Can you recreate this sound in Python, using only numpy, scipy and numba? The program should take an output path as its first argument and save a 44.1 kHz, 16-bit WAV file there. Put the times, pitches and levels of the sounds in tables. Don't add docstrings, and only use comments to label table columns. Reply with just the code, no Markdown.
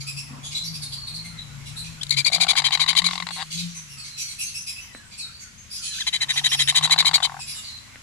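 import sys
import numpy as np
from scipy import signal
from scipy.fft import rfft, irfft, next_fast_len
from scipy.io import wavfile
from scipy.ndimage import uniform_filter1d, map_coordinates
from numba import njit

SR = 44100
rng = np.random.default_rng(int(sys.argv[2]) if len(sys.argv) > 2 else 0)


def to_wav(s):
    ch = np.atleast_2d(s).T
    pcm = np.round(np.clip(ch, -1, 1) * 32767)
    wavfile.write(sys.argv[1], SR, pcm.astype(np.int16))


N = 353682
TIME = np.arange(N) / SR
CUTOFF_HZ = 15700


def from_db(db):
    return 10 ** (np.asarray(db) / 20)


def rms_one(x):
    return x / np.sqrt(np.mean(x ** 2) + 1e-20)


def in_time(rows):
    time_s, *columns = np.transpose(rows)
    return [np.interp(TIME, time_s, column) for column in columns]


def swell(middle_s, length_s):
    return np.cos(np.pi * np.clip((TIME - middle_s) / length_s, -.5, .5))


def drift(rate_hz, size=N):
    knots = rng.standard_normal(size // 4 + 2)
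    return rms_one(np.interp(np.arange(size) * rate_hz / SR, np.arange(len(knots)), knots))


def add(track, start_s, sound):
    i = max(int(start_s * SR), 0)
    track[i:i + len(sound)] += sound[:max(N - i, 0)]


def partials(hz, rows):
    phase = 2 * np.pi * np.cumsum(hz) / SR
    return np.sqrt(2) * sum(from_db(db) * np.sin(round(order) * phase) for order, db in rows)


def coloured(x, points):
    hz, db = np.transpose(points)
    size = next_fast_len(x.shape[-1] + 512)
    bins_hz = np.maximum(np.fft.rfftfreq(size, 1 / SR), 1)
    gain = from_db(np.interp(np.log(bins_hz), np.log(hz), db))
    return irfft(rfft(x, size) * gain, size)[..., :x.shape[-1]]


def butter(x, hz, kind, order=2):
    return signal.sosfilt(signal.butter(order, min(hz, .45 * SR), kind, fs=SR, output="sos"), x)


@njit
def two_pole(x, angle, radius):
    y = np.zeros(len(x))
    for i in range(2, len(x)):
        drive = (1 - radius * radius) / 2 * (x[i] - x[i - 2])
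        y[i] = drive + 2 * radius * np.cos(angle[i]) * y[i - 1] - radius * radius * y[i - 2]
    return y


def resonate(x, hz, width_hz):
    angle = 2 * np.pi * hz / SR * np.ones(len(x))
    return two_pole(x + 1e-18, angle, np.exp(-np.pi * width_hz / SR))


def formant(x, hz, width_hz):
    return rms_one(resonate(resonate(x, hz, width_hz), hz, width_hz))


def reverb(x, t60_s):
    tail = rng.standard_normal((2, SR)) * from_db(-60 * TIME[:SR] / t60_s)
    tail /= np.sqrt(np.sum(tail ** 2, axis=1, keepdims=True))
    return signal.fftconvolve(np.atleast_2d(x), tail, axes=1)[:, :N]


def nest_box(left, right, lag_ms, wet_db, t60_s):
    late_right = map_coordinates(right, [np.arange(N) - lag_ms * SR / 1000], order=3)
    direct = np.array([left, late_right])
    return direct + from_db(wet_db) * reverb(direct, t60_s)


def air(split_hz=350, rumble_right_db=-9, rumble_spread=0.44):
    # frequency_hz, density_db
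    spectrum = [(25, -9.5), (55, -4), (82, -0.5), (104, -14), (125, -4.5), (200, -5.5), (320, -21),
                (750, -14), (1300, -4.5), (2300, -0.5), (4200, -5), (7500, -4), (9000, -15), (10300, -9),
                (15000, -29.5)]
    # time_s, rumble_db, rustle_db
    levels = [(0, -51, -50), (.7, -48.5, -49.5), (1.9, -46, -46.5), (3.2, -50, -46), (4.2, -53.5, -47.5),
              (5.05, -52, -51), (5.6, -51.5, -50.5), (6.5, -48.5, -43), (8, -54.5, -49)]
    rumble_db, rustle_db = in_time(levels)
    noise = coloured(rng.standard_normal((3, N)), spectrum)
    common, sides = noise[0], noise[1:]
    rumble = from_db(rumble_db) * rms_one(butter(common + rumble_spread * sides, split_hz, "low"))
    rustle = from_db(rustle_db) * rms_one(butter(sides, split_hz, "high", order=4))
    return rumble * from_db([[0], [rumble_right_db]]) + rustle


def bedding(rest_db=-67.5, crunch_db=1.5):
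    # frequency_hz, density_db
    spectrum = [(120, -23), (230, 10), (400, -7.5), (750, -0.5), (1100, 5.5), (1600, -9), (4000, -15),
                (12000, -71)]
    # middle_s, length_s, level_db
    shuffles = [(0.39, 0.38, -52.5), (1.274, 5.15, -57.5), (4.982, 0.89, -62), (6.377, 0.7, -54),
                (7.808, 1.51, -59.5)]
    stirring = sum(from_db(db) * swell(middle_s, length_s) ** 2 for middle_s, length_s, db in shuffles)
    shavings = rms_one(coloured(rng.standard_normal((2, N)), spectrum))
    return shavings * (from_db(rest_db) + stirring) * from_db(crunch_db * drift(60))


def motor(idle_hz=140.7, waver=0.013, flutter_db=3.5, gain_db=1, right_db=-5, right_lag_rad=0.85):
    # middle_s, length_s, top_hz
    surges = [(0.667, 0.39, 163.9), (1.273, 0.42, 167.2), (1.864, 0.35, 161.9), (2.452, 0.39, 168),
              (3.148, 0.9, 175.5), (3.661, 0.48, 174.1), (7.016, .66, 160.9)]
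    # time_s, level_db
    levels = [(0, -41), (.4, -44.5), (1, -43), (2.1, -41.5), (2.55, -46), (3.1, -39.5), (3.45, -48),
              (3.67, -35.5), (4, -53), (4.5, -60.5), (6.02, -78), (6.2, -53.5), (6.6, -37), (7.15, -45),
              (7.5, -53), (8, -87)]
    rises_hz = [(top_hz - idle_hz) * swell(middle_s, length_s) for middle_s, length_s, top_hz in surges]
    hz = (idle_hz + np.max(rises_hz, axis=0)) * (1 + waver * drift(45))
    phase = 2 * np.pi * np.cumsum(hz) / SR - np.array([[0], [right_lag_rad]])
    tone = rms_one(np.sin(phase) + from_db(-38) * np.sin(2 * phase))
    level_db, = in_time(levels)
    return tone * from_db(level_db + gain_db + flutter_db * drift(25)) * from_db([[0], [right_db]])


def hum(pitch_hz=111, drone_hz=82, drone_db=-60, left_db=1, right_db=-8):
    level_db, = in_time([(0, -55), (.7, -50), (1.2, -47), (1.85, -44), (2.2, -62), (8, -55)])
    phase = 2 * np.pi * np.cumsum(pitch_hz * (1 + 0.0061 * drift(10))) / SR
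    tone = rms_one(np.sin(phase) + from_db(-9) * np.sin(phase / 2) + from_db(-12.5) * np.sin(2 * phase))
    drone = from_db(drone_db) * formant(rng.standard_normal(N), drone_hz, width_hz=6.2)
    return (from_db(level_db) * tone + drone) * from_db([[left_db], [right_db]])


def whistle(length_s, first_hz, last_hz, waver=0.018):
    size = int(length_s * SR)
    hz = np.linspace(first_hz, last_hz, size) * (1 + waver * drift(507, size))
    return rms_one(np.sin(2 * np.pi * np.cumsum(hz) / SR)) * signal.windows.tukey(size, .5)


def cry(length_s, pitch_hz, glide, rough, levels_db, arch=0.1187):
    # frequency_hz, gain_db
    colour = [(1500, -50), (2200, 3.5), (8200, 0), (9100, -10), (10100, 1), (11200, -9), (12500, -14),
              (14000, -36), (16000, -36)]
    progress = np.linspace(0, 1, int(length_s * SR))
    size = len(progress)
    jitter = (.016 + .075 * rough) * drift(1100, size)
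    contour = 1 + glide * (progress - .5) + rough * arch * (np.sin(np.pi * progress) - .8)
    phase = 2 * np.pi * np.cumsum(pitch_hz * (contour + jitter)) / SR
    orders = np.arange(1, int(CUTOFF_HZ / pitch_hz) + 1)
    harmonic_db = np.array(levels_db)[np.minimum(orders, len(levels_db)) - 1]
    tone = np.sqrt(2) * from_db(harmonic_db) @ np.sin(np.outer(orders, phase))
    breath_spectrum = [(pitch_hz / 2, harmonic_db[0] - 15), *zip(orders * pitch_hz, harmonic_db)]
    breath = np.sqrt(SR / 2 / pitch_hz) * coloured(rng.standard_normal(size), breath_spectrum)
    breath_share = .08 + .72 * np.clip(rough, 0, 1) ** 2
    sound = coloured(np.sqrt(1 - breath_share) * tone + np.sqrt(breath_share) * breath, colour)
    grid_hz = np.arange(1000, 16000, 300)
    ripple_db = (1.5 + 3.5 * rough) * np.clip(rng.standard_normal(len(grid_hz)), -2, 1.3)
    rippled = coloured(sound, np.c_[grid_hz, ripple_db])
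    return np.std(sound) * rms_one(rippled) * signal.windows.tukey(size, .7)


def far_parrots(cry_gain_db=0.5, whistle_gain_db=1.5, chatter_db=-55, late_db=-5, late_t60_s=0.64):
    # start_s, length_s, pitch_hz, glide_ratio, roughness (0-1),
    # harmonic_1_db, harmonic_2_db, harmonic_3_db, higher_harmonics_db
    cries = [(0, 0.021, 2345, 0.017, 0.6, -46, -35, -39.5, -42.5),
             (0.057, 0.051, 2516, 0.048, 0.35, -41.5, -35.5, -40, -35),
             (0.158, 0.048, 2638, 0.12, 0.37, -41, -33.5, -41.5, -38),
             (0.419, 0.08, 3465, 0.053, 0.48, -38, -39, -41, -63),
             (0.501, 0.047, 2390, -0.043, 1, -43.5, -38.5, -41, -48),
             (0.537, 0.049, 3924, 0.0074, 0.62, -28, -35.5, -36, -63),
             (0.63, 0.047, 2820, 0, 0.9, -61, -31, -53, -31.5),
             (0.728, 0.047, 2485, 0.022, 0.74, -45.5, -36, -47, -37),
             (0.811, 0.038, 2175, 0.043, 0.7, -52, -32.5, -42.5, -36),
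             (0.912, 0.039, 2137, -0.03, 0.97, -54, -30.5, -47.5, -41),
             (1.062, 0.034, 2147, 0.056, 0.46, -58, -32.5, -59, -42),
             (1.132, 0.044, 2160, -0.011, 0.47, -67, -33, -51, -41.5),
             (1.238, 0.033, 2086, 0.0025, 0.087, -40.5, -42, -45.5, -43.5),
             (1.372, 0.04, 1964, -0.02, 0.17, -45, -39.5, -67, -61),
             (1.644, 0.061, 2340, 0, 0.99, -52, -43, -47, -47),
             (1.75, 0.072, 2070, -0.0055, 0.39, -67, -35.5, -52, -39),
             (1.829, 0.053, 2370, -0.054, 0.96, -42.5, -47, -46, -57),
             (3.08, 0.072, 2540, -0.027, 0.92, -42, -39, -46, -45),
             (3.29, 0.097, 2120, -0.027, 0.64, -49, -36.5, -43, -43.5),
             (3.493, 0.078, 2060, 0.035, 0.91, -44.5, -34.5, -37.5, -38.5),
             (3.559, 0.065, 2076, 0.017, 1, -40.5, -32, -37, -39.5),
             (3.67, 0.066, 3070, -0.0052, 0.57, -65, -43.5, -63, -63),
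             (3.734, 0.063, 2007, 0.004, 0.37, -43, -51, -37.5, -46.5),
             (3.87, 0.099, 2740, -0.018, 0.32, -52, -46.5, -57, -43.5),
             (3.964, 0.056, 2530, -0.028, 0.39, -54, -46, -44, -47),
             (4.024, 0.076, 2050, -0.0041, 0.79, -52, -43, -42.5, -47.5),
             (4.16, 0.078, 2797, 0.069, 1, -38.5, -33, -35.5, -32),
             (4.259, 0.093, 2080, -0.013, 0.9, -53, -45, -44, -41.5),
             (4.377, 0.066, 2650, 0.061, 0.56, -37.5, -33, -36.5, -28),
             (4.44, 0.085, 2210, -0.03, 0.72, -58, -40.5, -55, -61),
             (4.533, 0.056, 2630, 0.05, 0.18, -41.5, -35, -38.5, -33.5),
             (4.657, 0.055, 2516, 0.019, 0.4, -39.5, -32.5, -39, -33.5),
             (4.745, 0.066, 2617, 0.00043, 0.17, -44, -47.5, -56, -48),
             (4.8, 0.055, 3010, -0.0012, 0.093, -48, -53, -61, -43),
             (4.915, 0.075, 4040, 0.015, 0.03, -51, -53, -67, -46),
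             (5.098, 0.069, 2350, -0.011, 0.57, -49.5, -47, -49, -56),
             (5.165, 0.0593, 2546, -0.018, 0.506, -49, -44.5, -37, -43.5),
             (5.387, 0.059, 2195, -0.043, 0.52, -49, -61, -40.5, -49),
             (5.69, 0.1, 2453, -0.026, 0.66, -56, -35, -46, -36.5),
             (5.744, 0.07, 3210, 0.012, 0.94, -51, -36, -52, -62),
             (5.805, 0.1, 3250, 0, 1, -35, -34.5, -33.5, -44),
             (5.9, 0.13, 3150, -0.031, 0.98, -36.5, -37, -42, -40),
             (6.309, 0.068, 2857, -0.0048, 0.81, -43, -33, -42, -35),
             (6.47, 0.083, 2727, -0.057, 0.68, -40, -30.5, -39, -30.5),
             (6.56, 0.076, 2613, -0.014, 0.49, -38, -30.5, -43, -30.5),
             (6.641, 0.062, 2500, 0, 0.47, -57, -51, -52, -55),
             (7.382, 0.06, 2550, -0.033, 0.41, -43.5, -40, -37.5, -44),
             (7.452, 0.086, 2470, -0.0038, 0.73, -46, -34.5, -45, -36.5),
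             (7.53, 0.084, 3710, -0.047, 0.39, -44, -38.5, -39, -63),
             (7.62, 0.11, 2144, -0.055, 0.6, -54, -41, -51, -50.5)]
    # start_s, length_s, first_hz, last_hz, level_db
    whistles = [(0.597, 0.037, 3990, 4080, -33.5), (0.649, 0.044, 4480, 4630, -34),
                (.745, 0.04, 4740, 4770, -46), (0.834, 0.048, 4320, 4240, -39),
                (0.955, 0.044, 4530, 4440, -37.5), (1.01, 0.031, 4390, 4310, -37),
                (1.069, 0.11, 4400, 4330, -43), (1.157, 0.045, 4236, 4260, -35),
                (1.255, 0.052, 4260, 4090, -43), (1.37, 0.037, 3910, 3830, -42),
                (3.746, 0.073, 6020, 6050, -48), (3.969, 0.081, 4620, 4230, -42.5),
                (4.049, 0.19, 4260, 3930, -45), (4.198, .15, 4500, 4410, -43),
                (4.189, 0.081, 2374, 2250, -47), (4.2, 0.044, 5930, 5980, -34.5),
                (4.404, 0.066, 6280, 6190, -32.5), (4.555, .08, 5900, 6170, -40),
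                (4.67, 0.066, 5100, 4950, -42), (4.804, 0.037, 6050, 6030, -44),
                (4.826, .26, 2217, 1377, -54), (5.034, 0.084, 8200, 7930, -57),
                (5.179, 0.07, 4420, 4360, -38), (5.203, 0.066, 3990, 3920, -41.5),
                (5.296, 0.17, 4530, 4550, -50), (5.572, 0.04, 6430, 6480, -44.5),
                (5.798, 0.18, 4285, 4005, -38), (5.83, 0.16, 1970, 1410, -52.5),
                (6.706, 0.18, 4110, 4077, -43), (7.478, 0.083, 4840, 4690, -46),
                (7.532, 0.092, 3090, 2765, -45.5), (7.618, 0.063, 4800, 4320, -46),
                (7.663, 0.13, 4310, 3980, -43)]
    calls = np.zeros(N)
    for start_s, length_s, pitch_hz, glide, rough, *levels_db in cries:
        add(calls, start_s, from_db(cry_gain_db) * cry(length_s, pitch_hz, glide, rough, levels_db))
    for start_s, length_s, first_hz, last_hz, level_db in whistles:
        add(calls, start_s, from_db(level_db + whistle_gain_db) * whistle(length_s, first_hz, last_hz))
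    for when, length, height, fall in rng.random(size=(60, 4)):
        pitch_hz = 1200 + 1400 * height
        chatter = whistle(.04 + .06 * length, pitch_hz, pitch_hz * (1 - .2 * fall), waver=.05)
        add(calls, when * N / SR, from_db(chatter_db) * chatter)
    early = .8 * reverb(calls, t60_s=.12) + .55 * reverb(calls, t60_s=.35)
    return early + from_db(late_db) * reverb(calls, late_t60_s)


def knocks(gain_db=30):
    # start_s, level_db, brightness_hz
    contacts = [(0.307, -26, 205), (0.331, -27, 251), (0.358, -60, 582), (0.385, -31, 300),
                (0.426, -50, 1500), (4.9493, -28.5, 1770), (7.958, -33.5, 2997)]
    # frequency_hz, width_hz, gain_db
    board_modes = [(228, 60, 10.5), (458, 120, -0.5), (1130, 1100, -13), (1880, 600, 0)]
    force = np.zeros(N)
    for start_s, level_db, brightness_hz in contacts:
        push = butter(signal.unit_impulse(SR // 50), brightness_hz, "low", order=3)
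        tap = butter(push, brightness_hz / 3, "high", order=1)
        add(force, start_s, from_db(level_db + gain_db) * tap)
    wood = sum(from_db(db) * resonate(force, hz, width_hz) for hz, width_hz, db in board_modes)
    return nest_box(wood, wood, lag_ms=.05, wet_db=-5, t60_s=.12)


def croak(pulse_s=0.007, glide=0.12, scatter=0.031, jitter=.13, rough=0.72, taut_hz=863):
    # first_s, count, spacing_s, slowing_s (per pulse)
    runs = [(2.259, 6, .0199, 0), (2.3803, 39, .0214, .00004), (3.267, 3, .0196, 0), (3.362, 11, .0062, 0),
            (6.271, 2, .0213, 0), (6.339, 2, .02, 0), (6.414, 1, 0, 0), (6.52, 2, .03, 0),
            (6.7225, 20, .02155, 0), (7.155, 11, .0229, .00012)]
    # time_s, level_db, overtone_db, pitch_hz
    effort = [(2.26, -46, 7, 634), (2.33, -32, -5, 687), (2.47, -27.5, -1, 830), (3.05, -28.5, 4.5, 1049),
              (3.28, -29.5, 2, 927), (3.36, -38.5, -2, 927), (3.42, -32, 3, 905), (6.27, -42, -14, 884),
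              (6.42, -35.5, -14, 857), (6.55, -33, -14, 880), (6.74, -31.5, -3, 1014), (6.88, -24, -5, 928),
              (7.16, -25, -2, 894), (7.39, -32, -29, 892)]
    # frequency_hz, gain_db
    root_response = [(300, -37), (450, -18), (600, -13), (780, 1), (900, 5), (1150, 4), (1450, -3.5),
                     (2000, -16), (3000, -50)]
    # frequency_hz, gain_db
    upper_response = [(1000, -36), (1500, -13), (1950, 8.5), (2400, 0.5), (2850, 5), (3300, 0),
                      (3800, 11.5), (4600, 6.5), (5400, -10), (7800, -2.5), (9500, -23), (15000, -46)]
    level_db, overtone_db, pitch_hz = in_time(effort)
    root, overtones = np.zeros((2, N))
    progress = np.linspace(0, 1, int(pulse_s * SR))
    envelope = np.sin(np.pi * progress ** .8) ** 2
    starts_s = [first_s + k * spacing_s + k * k * slowing_s / 2
                for first_s, count, spacing_s, slowing_s in runs for k in range(count)]
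    for start_s in starts_s:
        centre_hz = pitch_hz[int(start_s * SR)]
        contour = 1 + scatter * rng.normal() + glide * (progress - .5)
        hz = centre_hz * (contour + jitter * drift(1200, len(progress)))
        cycles = np.cumsum(hz) / SR + rng.random()
        buzz = rms_one(np.diff(np.floor(cycles), prepend=0))
        pulse = envelope * (buzz + rough * rng.standard_normal(len(progress)))
        tautness = min(centre_hz / taut_hz, 1)
        add(root, start_s, rms_one(coloured(pulse, np.array(root_response) * [tautness, 1])))
        add(overtones, start_s, rms_one(coloured(pulse, upper_response)))
    root *= from_db(level_db)
    overtones *= from_db(level_db + overtone_db + 1)
    right = root * from_db(-4) + overtones * from_db(-9)
    return nest_box(root + overtones, right, lag_ms=0.043, wet_db=-3.5, t60_s=0.05)


def squeaks(jitter=0.028):
    # start_s, length_s, first_hz, last_hz, level_db, fundamental_db, right_db
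    notes = [(2.01, 0.016, 1615, 1840, -26.5, -25, -8), (2.105, 0.012, 2174, 2230, -13.5, -13, -12),
             (2.245, 0.012, 2210, 2160, -14.5, -17, -18), (5.981, 0.017, 1440, 2000, -36, -4, -1),
             (5.997, 0.034, 2174, 1536, -26, -11, -1)]
    # harmonic, level_db
    overtones = [(2, -0.5), (3, -15), (4, -28), (5, -22)]
    left, right = np.zeros((2, N))
    for start_s, length_s, first_hz, last_hz, level_db, fundamental_db, right_db in notes:
        size = int(length_s * SR)
        hz = np.linspace(first_hz, last_hz, size) * (1 + jitter * drift(1160, size))
        tone = partials(hz, [(1, fundamental_db), *overtones])
        note = from_db(level_db) * tone * signal.windows.tukey(size, .5)
        add(left, start_s, note)
        add(right, start_s, note * from_db(right_db))
    return nest_box(left, right, lag_ms=.09, wet_db=-7, t60_s=.044)


def throat(cycles, main_hz, lower_db, rest_hz=4174, lower_below_hz=3500, breath=0.73):
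    # frequency_hz, width_hz, gain_db, right_db
    modes = [(986, 328, -16.5, 3), (2237, 390, -7, 1.5), (3020, 970, -4, 3.5), (3293, 447, 4, -23),
             (3655, 380, 6, -1.5), (4113, 353, 11.5, -1.5), (4550, 230, -6.5, -2)]
    flaps = rms_one(np.diff(np.floor(cycles), prepend=0)) + breath * rng.standard_normal(N)
    sides = np.zeros((2, N))
    for hz, width_hz, gain_db, right_db in modes:
        strength_db = gain_db + lower_db * (hz < lower_below_hz) + 2 * drift(50)
        mode = from_db(strength_db) * formant(flaps, hz * main_hz / rest_hz, width_hz)
        sides += mode * from_db([[0], [right_db]])
    return sides / np.sqrt(uniform_filter1d(sides[0] ** 2, size=160) + 1e-9)


def rasp_hiss(cycles, beak_hz):
    # frequency_hz, density_db
    spectrum = [(400, -56), (850, -2), (1400, 6.5), (2500, -32), (5200, 5), (6800, 8.5), (8000, 13),
                (8900, 7.5), (9900, 4.5), (11200, 5.5), (12000, -18), (13000, -26), (14600, -9),
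                (16000, -44)]
    # ratio (to beak_hz), width_hz, gain_db
    modes = [(0.681, 2490, 7.5), (1, 784, 6.5), (1.08, 780, -8.5), (1.49, 430, -11.5)]
    puffs = np.exp(-1.6 * (cycles % 1)) * rng.standard_normal((2, N))
    ring = np.zeros((2, N))
    for ratio, width_hz, gain_db in modes:
        ring += from_db(gain_db) * np.array([formant(side, ratio * beak_hz, width_hz) for side in puffs])
    return (rms_one(coloured(puffs, spectrum)) + rms_one(ring)) / np.sqrt(2)


def chick(flap_hz=820, flap_jitter=.2, tone_jitter=.056, flutter_db=4, arch=0.091, chip_s=0.0056):
    # middle_s, length_s, level_db, throat_hz, pitch_hz, tone_db
    rasps = [(2.129, 0.049, -22, 4250, 2208, -3), (2.192, 0.058, -16, 4440, 2370, -1.5),
             (2.273, 0.044, -15.5, 4480, 2370, -1), (2.347, 0.066, -14.5, 4430, 2320, -6),
             (2.425, 0.057, -12.5, 4370, 2320, -5.5), (2.503, 0.051, -12, 4417, 2300, -7.5),
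             (2.584, 0.05, -12.5, 4230, 2280, -11), (2.662, 0.049, -13.5, 4150, 2293, -11),
             (2.74, 0.046, -12, 4160, 2246, -7.5), (2.82, .05, -13, 4280, 2230, -11),
             (2.899, 0.05, -13.5, 4120, 2214, -8.5), (2.981, 0.044, -9, 4155, 2235, -8.5),
             (3.064, 0.046, -13, 4190, 2260, -6), (6.081, .038, -21.5, 4040, 2120, -6),
             (6.152, 0.055, -22, 3980, 2062, -4), (6.227, 0.049, -20.5, 3960, 2010, -3.5),
             (6.307, 0.048, -21, 3740, 1976, -2.5), (6.382, 0.051, -21, 3780, 1998, -3),
             (6.46, 0.049, -16.5, 3760, 2030, -7.5), (6.536, 0.046, -16.5, 3726, 2017, -5.5),
             (6.614, 0.056, -17, 3840, 2020, -5), (6.695, 0.046, -15.5, 3770, 1980, -5.5),
             (6.772, 0.053, -15, 3880, 2020, -10), (6.847, 0.053, -17.5, 3900, 2030, -8),
             (6.923, 0.047, -13, 4076, 2136, -5), (6.999, 0.046, -12, 4220, 2218, -9),
             (7.073, 0.0476, -11, 4190, 2200, -9), (7.154, 0.04, -10, 4320, 2220, -13.5),
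             (7.246, 0.05, -15.5, 4130, 2130, -23)]
    # harmonic, level_db
    harmonics = [(1, -5.5), (2, -12.5), (3, -19)]
    # time_s, right_db, hiss_db, lower_modes_db, beak_hz
    posture = [(2.12, -13, -16, -2.5, 10160), (2.19, -11, -12, -1.5, 10500),
               (2.34, -12, -13.5, -1.5, 10180), (2.56, -11, -15, 6, 9800), (2.66, -8, -17.5, 3.5, 9590),
               (2.82, -12, -17.5, 2.5, 9830), (3.06, -12, -15.5, -6, 9880), (6.08, -1.5, -11.5, 2, 9640),
               (6.38, 0, -11, 3, 9700), (6.53, -0.5, -10, -6.5, 9830), (6.84, -1, -8.5, -0.5, 9800),
               (6.99, -2.5, -15, -1.5, 10160), (7.15, -6, -13.5, -0.5, 10490),
               (7.245, -8, -14.5, 0.5, 10370)]
    # start_s, level_db
    chips = [(2.031, -24.5), (2.049, -40), (2.066, -34), (2.093, -21.5), (2.106, -18), (2.167, -26),
             (2.2477, -22), (2.33, -23), (2.798, -24), (3.043, -20), (6.006, -23), (6.066, -26.5),
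             (6.674, -23), (6.986, -15), (7.228, -20)]
    right_db, hiss_db, lower_modes_db, beak_hz = in_time(posture)
    _, _, throat_hz, pitch_hz, _ = in_time(rasps)
    voice_gain, tone_gain, hiss_gain, bend = np.zeros((4, N))
    for middle_s, length_s, level_db, _, _, tone_db in rasps:
        start_s = middle_s - length_s / 2
        progress = np.linspace(0, 1, int(length_s * SR))
        ramp = np.minimum(progress / 0.49, (1 - progress) / 0.58)
        opening = np.sin(np.pi / 2 * np.clip(ramp, 0, 1))
        add(voice_gain, start_s, from_db(level_db - 2.5) * rms_one(opening))
        add(tone_gain, start_s, from_db(level_db + tone_db - 3) * rms_one(opening))
        hiss_level_db = level_db + hiss_db[int(middle_s * SR)] - 3.5
        add(hiss_gain, start_s, from_db(hiss_level_db) * rms_one(opening ** 1.6))
        height, slant = rng.standard_normal(2)
        contour = (1 + .25 * height) * (np.sin(np.pi * progress) - .85) + .3 * slant * (progress - .5)
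        add(bend, start_s, arch * contour)
    chip = rms_one(np.hanning(int(chip_s * SR)))
    for start_s, level_db in chips:
        add(voice_gain, start_s, from_db(level_db) * chip)
        add(hiss_gain, start_s, from_db(level_db - 12.5) * chip)
    cycles = np.cumsum(flap_hz * np.exp(flap_jitter * drift(900))) / SR
    voice = voice_gain * throat(cycles, throat_hz * (1 + bend), lower_modes_db)
    flutter = rms_one(from_db(flutter_db * np.tanh(drift(300))))
    tone = tone_gain * partials(pitch_hz * (1 + bend) * (1 + tone_jitter * drift(1100)), harmonics)
    hiss = hiss_gain * rasp_hiss(cycles, beak_hz * (1 + bend / 2))
    left = flutter * (voice[0] + tone + hiss[0])
    right = flutter * ((voice[1] + tone) * from_db(right_db) + hiss[1] * from_db(-0.5))
    return nest_box(left, right, lag_ms=0.093, wet_db=-4, t60_s=0.035)


def scene():
    return chick() + squeaks() + croak() + far_parrots() + motor() + hum() + knocks() + air() + bedding()


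def record(dry):
    low_pass = signal.cheby2(14, 70, CUTOFF_HZ * 1.04, fs=SR, output="sos")
    return signal.sosfilt(low_pass, 1.05 * np.tanh(dry / 1.05))


dry = scene()
out = record(dry)
to_wav(out)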